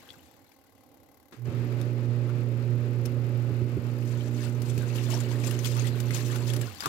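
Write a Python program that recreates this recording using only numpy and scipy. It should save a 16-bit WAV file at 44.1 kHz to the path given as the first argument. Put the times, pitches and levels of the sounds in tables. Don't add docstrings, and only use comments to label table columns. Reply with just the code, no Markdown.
import sys
import numpy as np
from scipy import signal
from scipy.fft import rfft, irfft, next_fast_len
from scipy.io import wavfile

SR = 44100
rng = np.random.default_rng(int(sys.argv[2]) if len(sys.argv) > 2 else 0)


def generate_wav(sig):
    pcm = np.round(np.clip(np.atleast_2d(sig).T, -1, 1) * 32767).astype(np.int16)
    wavfile.write(sys.argv[1], SR, pcm)


N = 303716
TIME = np.arange(N) / SR
FREQS = np.fft.rfftfreq(next_fast_len(N + 8192), 1 / SR)

# (time [s], level [dB])
TICKING_LEVEL = [(0, -63.5), (.4, -68.5), (1.3, -67.5), (1.8, -63.5), (2.1, -68.5), (2.8, -65.5),
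                 (4, -63.5), (6.89, -57.5)]
# (frequency [Hz], relative level [dB per Hz])
TICK_SPECTRUM = [(900, 4.5), (1800, -1), (2600, -8), (4500, -3.5), (7500, -6.5), (8800, -12), (10500, -1),
                 (11300, -5), (12400, 8.5), (13200, -6), (14400, -3), (16000, -6.5)]
# (frequency [Hz], relative level [dB], t60 [s])
TICK_MODES = [(533, -4.5, 0.092), (815, 5, 0.052), (1070, -1, 0.07), (1560, -8, 0.089), (2047, 0.5, 0.042),
              (12400, -3, 0.016)]
TICKS_PER_S = 38.2

# (time [s], level [dB])
IDLE_LEVEL = [(0, -58), (.4, -59.5), (.52, -64.5), (.8, -61), (.95, -58.5), (1.28, -63), (6.89, -59)]
# (frequency [Hz], relative level [dB per Hz])
IDLE_SPECTRUM = [(30, -27), (55, -10), (88, 2.5), (120, -5), (190, -10.5), (275, 4), (400, -8.5),
                 (530, -1.5), (650, -11), (800, -5), (950, -15.5), (1800, -22), (4000, -28), (15000, -48)]

SETTLE_GURGLE_DB, SETTLE_SPRAY_DB, SETTLE_DB_PER_S = -61, -63, 24
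# (time [s], gurgle level [dB])
CHURN_LEVEL = [(2.9, -88), (3.5, -76), (3.95, -68.5), (4.05, -58.5), (4.6, -64.5), (5.0, -53.5), (6.2, -54),
               (6.75, -53)]
CHURN_SPRAY_DB = 1
# (time [s], gurgle level [dB], spray level [dB])
WAVES = [(4.14, -55, -77), (4.437, -47, -47), (4.7, -69, -49), (4.82, -54, -53), (4.96, -49, -57),
         (5.135, -42, -42.5), (5.29, -51.5, -59), (5.465, -47, -41.5), (5.67, -58, -42),
         (5.795, -43, -43.5), (5.87, -45, -56), (6.169, -45.5, -39.5), (6.34, -44.5, -45), (6.49, -56, -47),
         (6.64, -50, -48), (6.855, -41.5, -45)]
WAVE_RISE_S, WAVE_FALL_S = 0.04, 0.052
# (frequency [Hz], relative level [dB])
GURGLE_SPECTRUM = [(250, 11), (600, -4.5), (1100, -2), (2000, 0.5), (3200, -4), (4500, -2), (8000, -45)]
# (frequency [Hz], relative level [dB per Hz])
SPRAY_SPECTRUM = [(1500, 1), (3000, 3), (4000, 0.5), (5500, -1), (7400, 0.5), (8600, -5), (10500, -4.5),
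                  (12500, -6.5), (15500, -7)]

# (time [s], relative bubble level [dB], bubble pitch [Hz], relative spray level [dB])
SPLASHES_AND_SNAP = [(0.089, -40, 3250, -79), (0.1034, -34.5, 3400, -66), (0.518, -50, 2260, -69),
                     (1.813, -45, 3670, -58), (2.292, -35, 1280, -62), (3.054, -39, 5430, -44),
                     (4.023, -36, 2590, -71), (4.208, -38.5, 3110, -68), (4.619, -55, 1640, -45.5),
                     (4.778, -35, 2500, -44), (4.958, -42, 1320, -44.5), (4.983, -32, 2820, -61),
                     (5.103, -33, 7040, -47.5), (5.141, -27.5, 5470, -46), (5.203, -31, 7200, -43.5),
                     (5.437, -30.5, 2420, -52), (5.47, -37, 7260, -40), (5.51, -35.5, 2780, -38.5),
                     (5.59, -33.5, 6280, -48), (5.646, -26.5, 3240, -41), (5.655, -32, 2980, -38.5),
                     (5.767, -28, 1120, -45), (5.795, -29, 6400, -57), (5.869, -36, 7540, -43),
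                     (6.002, -38, 7580, -40.5), (6.107, -26, 2110, -45), (6.146, -30, 6540, -41),
                     (6.358, -29, 1340, -41.5), (6.501, -28, 3300, -45), (6.535, -41, 7100, -38.5),
                     (6.563, -54, 4300, -40), (6.613, -33, 7460, -40.5), (6.805, -27.5, 4800, -38.5),
                     (6.824, -29, 1530, -59), (6.836, -28.5, 1140, -46), (6.858, -15, 1165, -35)]
# (frequency [Hz], relative level [dB])
SPLASH_SPECTRUM = [(900, -4), (2700, 0), (4200, -2), (5500, -1), (7400, -5.5), (8600, -6), (11000, -1),
                   (13000, -5), (15500, -10)]
SPLASH_DIRECT = 0.33
TUB_T60_S, TUB_WET_DB = 0.07, -3

# (time [s], relative level [dB])
THUDS_AND_LOW_GURGLES = [(0.104, -57), (0.165, -53), (1.479, -30.5), (3.503, -28.5), (3.613, -28),
                         (3.768, -24.5), (4.509, -36), (4.774, -29), (5.477, -34), (6.862, -33.5),
                         (6.876, -34)]
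# (frequency [Hz], relative level [dB], t60 [s])
TUB_MODES = [(90, 1, 0.11), (141, 5.5, 0.034), (204, -5.5, 0.12), (276, 0, 0.04), (384, 3, 0.054)]

# (time [s], level [dB], decay [s])
CLACKS = [(1.323, -46, 0.04), (1.454, -45.5, 0.016)]
# (frequency [Hz], relative level [dB per Hz])
CLACK_SPECTRUM = [(100, -7), (220, 8), (370, 11), (600, -13), (1200, -2), (2000, -4), (4000, -13),
                  (8000, -20.5), (15000, -29)]

POWER_ON_S, FULL_LOAD_S, POWER_OFF_S = 1.352, 1.55, 6.66
HUM_HZ, ROTOR_HZ = 120.03, 29.36
# (multiple of twice the mains frequency [-], level [dB])
HUM_ORDERS = [(2, -44), (3, -46), (4, -54.5), (5, -58), (7, -69.5)]
# (hum multiple [-], rotor multiple [-], level [dB])
SIDEBANDS = [(1, -1, -73), (1, 1, -53), (1, 2, -62), (2, 1, -55), (2, 2, -52), (3, 1, -57), (3, 2, -53),
             (4, 2, -57.5)]
HUM_DB, HUM_ATTACK_S, HUM_SAG_DB_PER_S = -28.5, 0.17, 0.22
SLOSH_START_S, SLOSH_CREST_S, SLOSH_PERIOD_S = 3.7, 4.78, 0.344
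HUM_SWING_DB, HUM_WAVER_DB = 0.7, 1
# (time [s], depth [dB], half width [s])
HUM_DIPS = [(1.52, 18, 0.017), (3.69, 3, 0.037), (3.815, 9, 0.02), (3.98, 2.5, 0.036), (4.22, 3, 0.046),
            (4.42, 2, 0.067), (4.66, 5, 0.016)]

# (time [s], relative drive level [dB])
DRIVE_LEVEL = [(1.46, -41.5), (1.56, -37), (1.8, -37.5), (1.95, -39.5), (2.8, -39), (3.7, -39.5),
               (4.15, -41.5), (4.9, -38.5), (6.65, -39)]
# (frequency [Hz], relative level [dB per Hz])
RUMBLE_SPECTRUM = [(30, -50), (48, -29), (70, -2), (100, 3.5), (150, 5), (195, -2), (260, 3), (320, 3),
                   (350, 1.5), (430, 1.5), (470, -2), (580, -3.5), (660, -18.5), (1400, -32)]
# (frequency [Hz], relative level [dB per Hz])
WHIRR_SPECTRUM = [(400, 1), (750, 3), (1000, 1), (1300, 3.5), (1600, -0.5), (2600, -1), (3200, -8.5),
                  (4700, -11), (5700, -17.5), (7500, -18), (8500, -24.5), (15500, -28)]
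GRIP_S, GRIP_ATTACK_S, SLACK_DB = 1.44, 0.029, -12.5
DRIVE_RELEASE_S = 0.042

RUN_DOWN_DB, RUN_DOWN_DECAY_S, RUN_DOWN_SAG_S, RUN_DOWN_END_HZ = -36, 0.047, 0.07, 80

# (frequency [Hz], likeness [0 to 1])
LIKENESS = [(60, 0.25), (130, 0.89), (290, 0.8), (640, 0.59), (1410, 0.054), (3100, 0.02), (7000, 0)]
# (frequency [Hz], right minus left [dB])
PORT_BALANCE = [(60, 23), (125, 14.5), (200, 15), (250, 6), (360, 2), (700, 1.5), (1290, -4), (2380, -4),
                (4400, -17), (7000, -26.5), (9000, -15.5), (11500, -11), (15000, -14.5)]
PORT_LAG_S, CUTOFF_HZ = 0.0004, 15950


def from_db(db):
    return 10 ** (np.asarray(db) / 20)


def rms_one(x):
    return x / np.sqrt(np.mean(x ** 2) + 1e-20)


def in_time(rows):
    s, *columns = np.transpose(rows)
    return [np.interp(TIME, s, c) for c in columns]


def at_hz(points):
    hz, value = np.transpose(points)
    return np.interp(np.log(FREQS + 1), np.log(hz), value)


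def shape(points):
    below = 1 + (points[0][0] / 2 / (FREQS + 1)) ** 4
    above = 1 + (FREQS / 2 / points[-1][0]) ** 4
    return from_db(at_hz(points)) / np.sqrt(below * above)


def filtered(x, gain):
    size = next_fast_len(N + 8192)
    return irfft(rfft(x, size) * gain, size)[..., :N]


def colour(x, points):
    return rms_one(filtered(x, shape(points)))


def noise(points):
    alike = np.clip(at_hz(LIKENESS), 0, 1)
    mid, side = rng.standard_normal((2, 2 * len(FREQS))).view(complex)
    both = mid * np.sqrt(1 + alike) + side * np.sqrt(1 - alike) * [[1], [-1]]
    return rms_one(irfft(both * shape(points))[:, :N])


def drift(rate):
    knots = rng.standard_normal(4096)
    return rms_one(np.interp(TIME * rate, np.arange(len(knots)), knots))


def ring(clicks, hz, t60):
    r = from_db(-60 / (t60 * SR))
    w = 2 * np.pi * hz / SR
    return signal.lfilter([0, np.sin(w)], [1, -2 * r * np.cos(w), r * r], clicks + 1e-18)


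def add(out, s, sound):
    i = int(np.clip(s * SR, 0, N - 1))
    out[i:i + len(sound)] += sound[:N - i]


def placed(sounds):
    left, right = np.zeros(N), np.zeros(N)
    for (s, sound), side in zip(sounds, rng.uniform(-1, 1, 8192)):
        add(left, s + side * PORT_LAG_S, sound * (1 - 0.35 * side))
        add(right, s - side * PORT_LAG_S, sound * (1 + 0.13 * side))
    return np.array([left, right])


def in_tub(x):
    t = np.arange(4000) / SR
    echoes = rng.standard_normal((2, len(t))) * from_db(-60 * t / TUB_T60_S) * (t > 0.001)
    echoes *= from_db(TUB_WET_DB) / np.sqrt(np.sum(echoes ** 2, axis=1, keepdims=True))
    return x + signal.fftconvolve(x, echoes, axes=1)[:, :N]


def ticking():
    db, = in_time(TICKING_LEVEL)
    turns = np.cumsum(TICKS_PER_S * (1 + 0.06 * drift(12))) / SR
    age = (turns % 1) / TICKS_PER_S
    strength = from_db(1.1 * rng.standard_normal(1024))[turns.astype(int)]
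    touch = np.exp(-age / 0.007) - np.exp(-age / 0.00069)
    rustle = rms_one((strength * touch + 0.1) * noise(TICK_SPECTRUM))
    clicks = strength * np.diff(np.floor(turns), prepend=0)
    rings = np.zeros(N)
    for hz, level, t60 in TICK_MODES:
        rings += from_db(level) * ring(clicks * rng.uniform(0.5, 1.5, N), hz, t60)
    return from_db(db) * (rustle + rings)


def idle_murmur():
    db, = in_time(IDLE_LEVEL)
    return from_db(db) * noise(IDLE_SPECTRUM)


def water_motion():
    churn_db, = in_time(CHURN_LEVEL)
    settle_db = np.array([[SETTLE_GURGLE_DB], [SETTLE_SPRAY_DB]]) - SETTLE_DB_PER_S * TIME
    power = from_db(settle_db) ** 2
    power += from_db([churn_db, churn_db + CHURN_SPRAY_DB]) ** 2
    for s, gurgle_db, spray_db in WAVES:
        swell = np.exp(-np.maximum((s - TIME) / WAVE_RISE_S, (TIME - s) / WAVE_FALL_S))
        power += (from_db([[gurgle_db], [spray_db]]) * swell) ** 2
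    return np.sqrt(power)


def bubble(hz, cycles, rise, size=900):
    turns = np.arange(size) / SR * hz
    age = turns / cycles
    fading = np.exp(-age) - np.exp(-age[-1])
    return fading * np.sin(2 * np.pi * turns * (1 + rise * np.tanh(age / 2)))


def gurgle(rise=0.094, count=5000):
    cycles, size_db = 7, 4.8
    swarm = []
    for when, pitch, size, damping in rng.random((count, 4)):
        loudness = from_db(-size_db * np.log(size + 0.017))
        pocket = bubble(600 + 4400 * pitch ** 1.2, cycles * (0.4 + damping), rise)
        swarm.append((when * N / SR, loudness * pocket))
    folds = from_db(0.74 * drift(45))
    bubbles = from_db(1.5) * colour(in_tub(placed(swarm)), GURGLE_SPECTRUM)
    wash = from_db(-3.5) * noise(GURGLE_SPECTRUM)
    return folds * (bubbles + wash)


def spray(per_s=2200, size_db=3.5, clump_db=5.5, count=20):
    sizes = from_db(size_db * np.minimum(rng.exponential(1, N), 4)) * rng.choice([-1, 1], N)
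    clicks = sizes * (rng.random(N) < per_s * from_db(clump_db * drift(50)) / SR)
    dealt = rng.integers(0, count, N)
    drops = []
    for k, hz in enumerate(np.geomspace(2200, 15000, count)):
        drops.append((PORT_LAG_S, hz * ring(clicks * (dealt == k), hz, 30 / hz)))
    fizz = noise(SPRAY_SPECTRUM) * from_db(1.2 * drift(53))
    return colour(in_tub(placed(drops)), SPRAY_SPECTRUM) + from_db(-7) * fizz


def splashes_and_snap(scatter_s=0.014, spray_s=0.007, count=3):
    plops, burst = [], np.zeros(N)
    t = np.arange(3000) / SR
    ring_s, smaller = 0.002, from_db(-13)
    for s, bubble_db, hz, spray_db in SPLASHES_AND_SNAP:
        height = from_db(bubble_db)
        plops.append((s + 0.000953, height * bubble(hz, hz * ring_s, rise=0.02)))
        for late, pitch in rng.random((count, 2)):
            small = bubble(hz * 2 ** (pitch - 0.5), hz * ring_s, rise=0.062)
            plops.append((s + scatter_s * late, height * smaller * small))
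        add(burst, s, from_db(spray_db + 7) * np.exp(-t / spray_s))
    crackle = rms_one(from_db(4 * drift(900)))
    direct = placed(plops)
    bubbles = SPLASH_DIRECT * direct + (1 - SPLASH_DIRECT) * in_tub(direct)
    return bubbles + burst * crackle * noise(SPLASH_SPECTRUM)


def thuds_and_low_gurgles():
    push = np.zeros(N)
    for s, db in THUDS_AND_LOW_GURGLES:
        add(push, s, from_db(db) * np.hanning(64) / 32)
    body = np.zeros(N)
    for k, (hz, db, t60) in enumerate(TUB_MODES):
        body += (-1) ** k * from_db(db) * ring(push, hz, t60)
    return signal.sosfilt(signal.butter(3, 65, "high", fs=SR, output="sos"), body)


def clacks():
    shake = np.zeros(N)
    for s, db, decay in CLACKS:
        shake += from_db(db) * (TIME > s) * np.exp(-np.abs(TIME - s) / decay)
    return shake * noise(CLACK_SPECTRUM)


def running(on_s, off_s):
    return np.clip(np.minimum(TIME - on_s, off_s - TIME) / 0.028, 0, 1)


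def hum_level():
    rocking = np.clip((TIME - SLOSH_START_S) / SLOSH_PERIOD_S, 0, 1)
    swing = rocking * np.cos(2 * np.pi * (TIME - SLOSH_CREST_S) / SLOSH_PERIOD_S)
    dips = sum(depth * np.exp(-((TIME - s) / width) ** 2) for s, depth, width in HUM_DIPS)
    db = HUM_DB - HUM_SAG_DB_PER_S * (TIME - POWER_ON_S)
    db = db + HUM_SWING_DB * swing + HUM_WAVER_DB * drift(11) - dips
    return from_db(db) * np.clip((TIME - POWER_ON_S) / HUM_ATTACK_S, 0.1, 1) ** 1.16


def motor_hum():
    phase = 2 * np.pi * HUM_HZ * TIME + 0.098 * drift(15)
    rotor = 2 * np.pi * np.cumsum(ROTOR_HZ + 0.1 * drift(3.05)) / SR
    buzz = np.zeros(N)
    for k, db in HUM_ORDERS:
        angle = round(k) * phase + rng.uniform(0, 2 * np.pi)
        buzz += from_db(db + 1.6 * drift(7.1)) * np.sin(angle)
    for k, turns, db in SIDEBANDS:
        angle = round(k) * phase + round(turns) * rotor + rng.uniform(0, 2 * np.pi)
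        buzz += from_db(db + 2 * drift(5.5)) * np.sin(angle)
    load = np.clip((TIME - POWER_ON_S) / (FULL_LOAD_S - POWER_ON_S), 0, 1) ** 2
    hum = hum_level() * np.sin(phase) + load * buzz
    return np.sqrt(2) * hum * running(POWER_ON_S, POWER_OFF_S)


def drive():
    load_db, = in_time(DRIVE_LEVEL)
    drive_db = load_db + SLACK_DB * np.clip(1 - (TIME - GRIP_S) / GRIP_ATTACK_S, 0, 1)
    torque = np.sin(2 * np.pi * HUM_HZ * TIME)
    wobble = np.sin(2 * np.pi * 2 * ROTOR_HZ * TIME)
    rumble = from_db(drive_db - 2.5) * noise(RUMBLE_SPECTRUM) * (1 + 0.022 * torque + 0.1 * wobble)
    whirr = from_db(drive_db - 11.5) * noise(WHIRR_SPECTRUM) * (1 + 0.074 * torque + 0.046 * wobble)
    whirr = whirr * from_db(1.07 * drift(40))
    release = np.exp(-np.maximum(TIME - POWER_OFF_S, 0) / DRIVE_RELEASE_S)
    return (rumble + whirr) * (TIME > POWER_ON_S) * release


def run_down():
    age = np.maximum(TIME - POWER_OFF_S, 0)
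    hz = RUN_DOWN_END_HZ + (HUM_HZ - RUN_DOWN_END_HZ) * np.exp(-age / RUN_DOWN_SAG_S)
    takes_over = (TIME > FULL_LOAD_S) * (1 - running(POWER_ON_S, POWER_OFF_S))
    level = np.sqrt(2) * from_db(RUN_DOWN_DB) * takes_over * np.exp(-age / RUN_DOWN_DECAY_S)
    return level * np.sin(2 * np.pi * np.cumsum(hz) / SR)


def scene():
    machine = ticking() + idle_murmur() + clacks() + motor_hum() + drive() + run_down()
    gurgle_gain, spray_gain = water_motion()
    water = gurgle_gain * gurgle() + spray_gain * spray()
    return machine + water + splashes_and_snap() + thuds_and_low_gurgles()


def record(dry):
    ratio = from_db(at_hz(PORT_BALANCE))
    ports = np.array([2 / (1 + ratio), 2 * ratio / (1 + ratio)])
    low_pass = 1 / np.sqrt(1 + (FREQS / CUTOFF_HZ) ** 240)
    return filtered(dry, ports * low_pass)


dry = scene()
out = record(dry)
generate_wav(out)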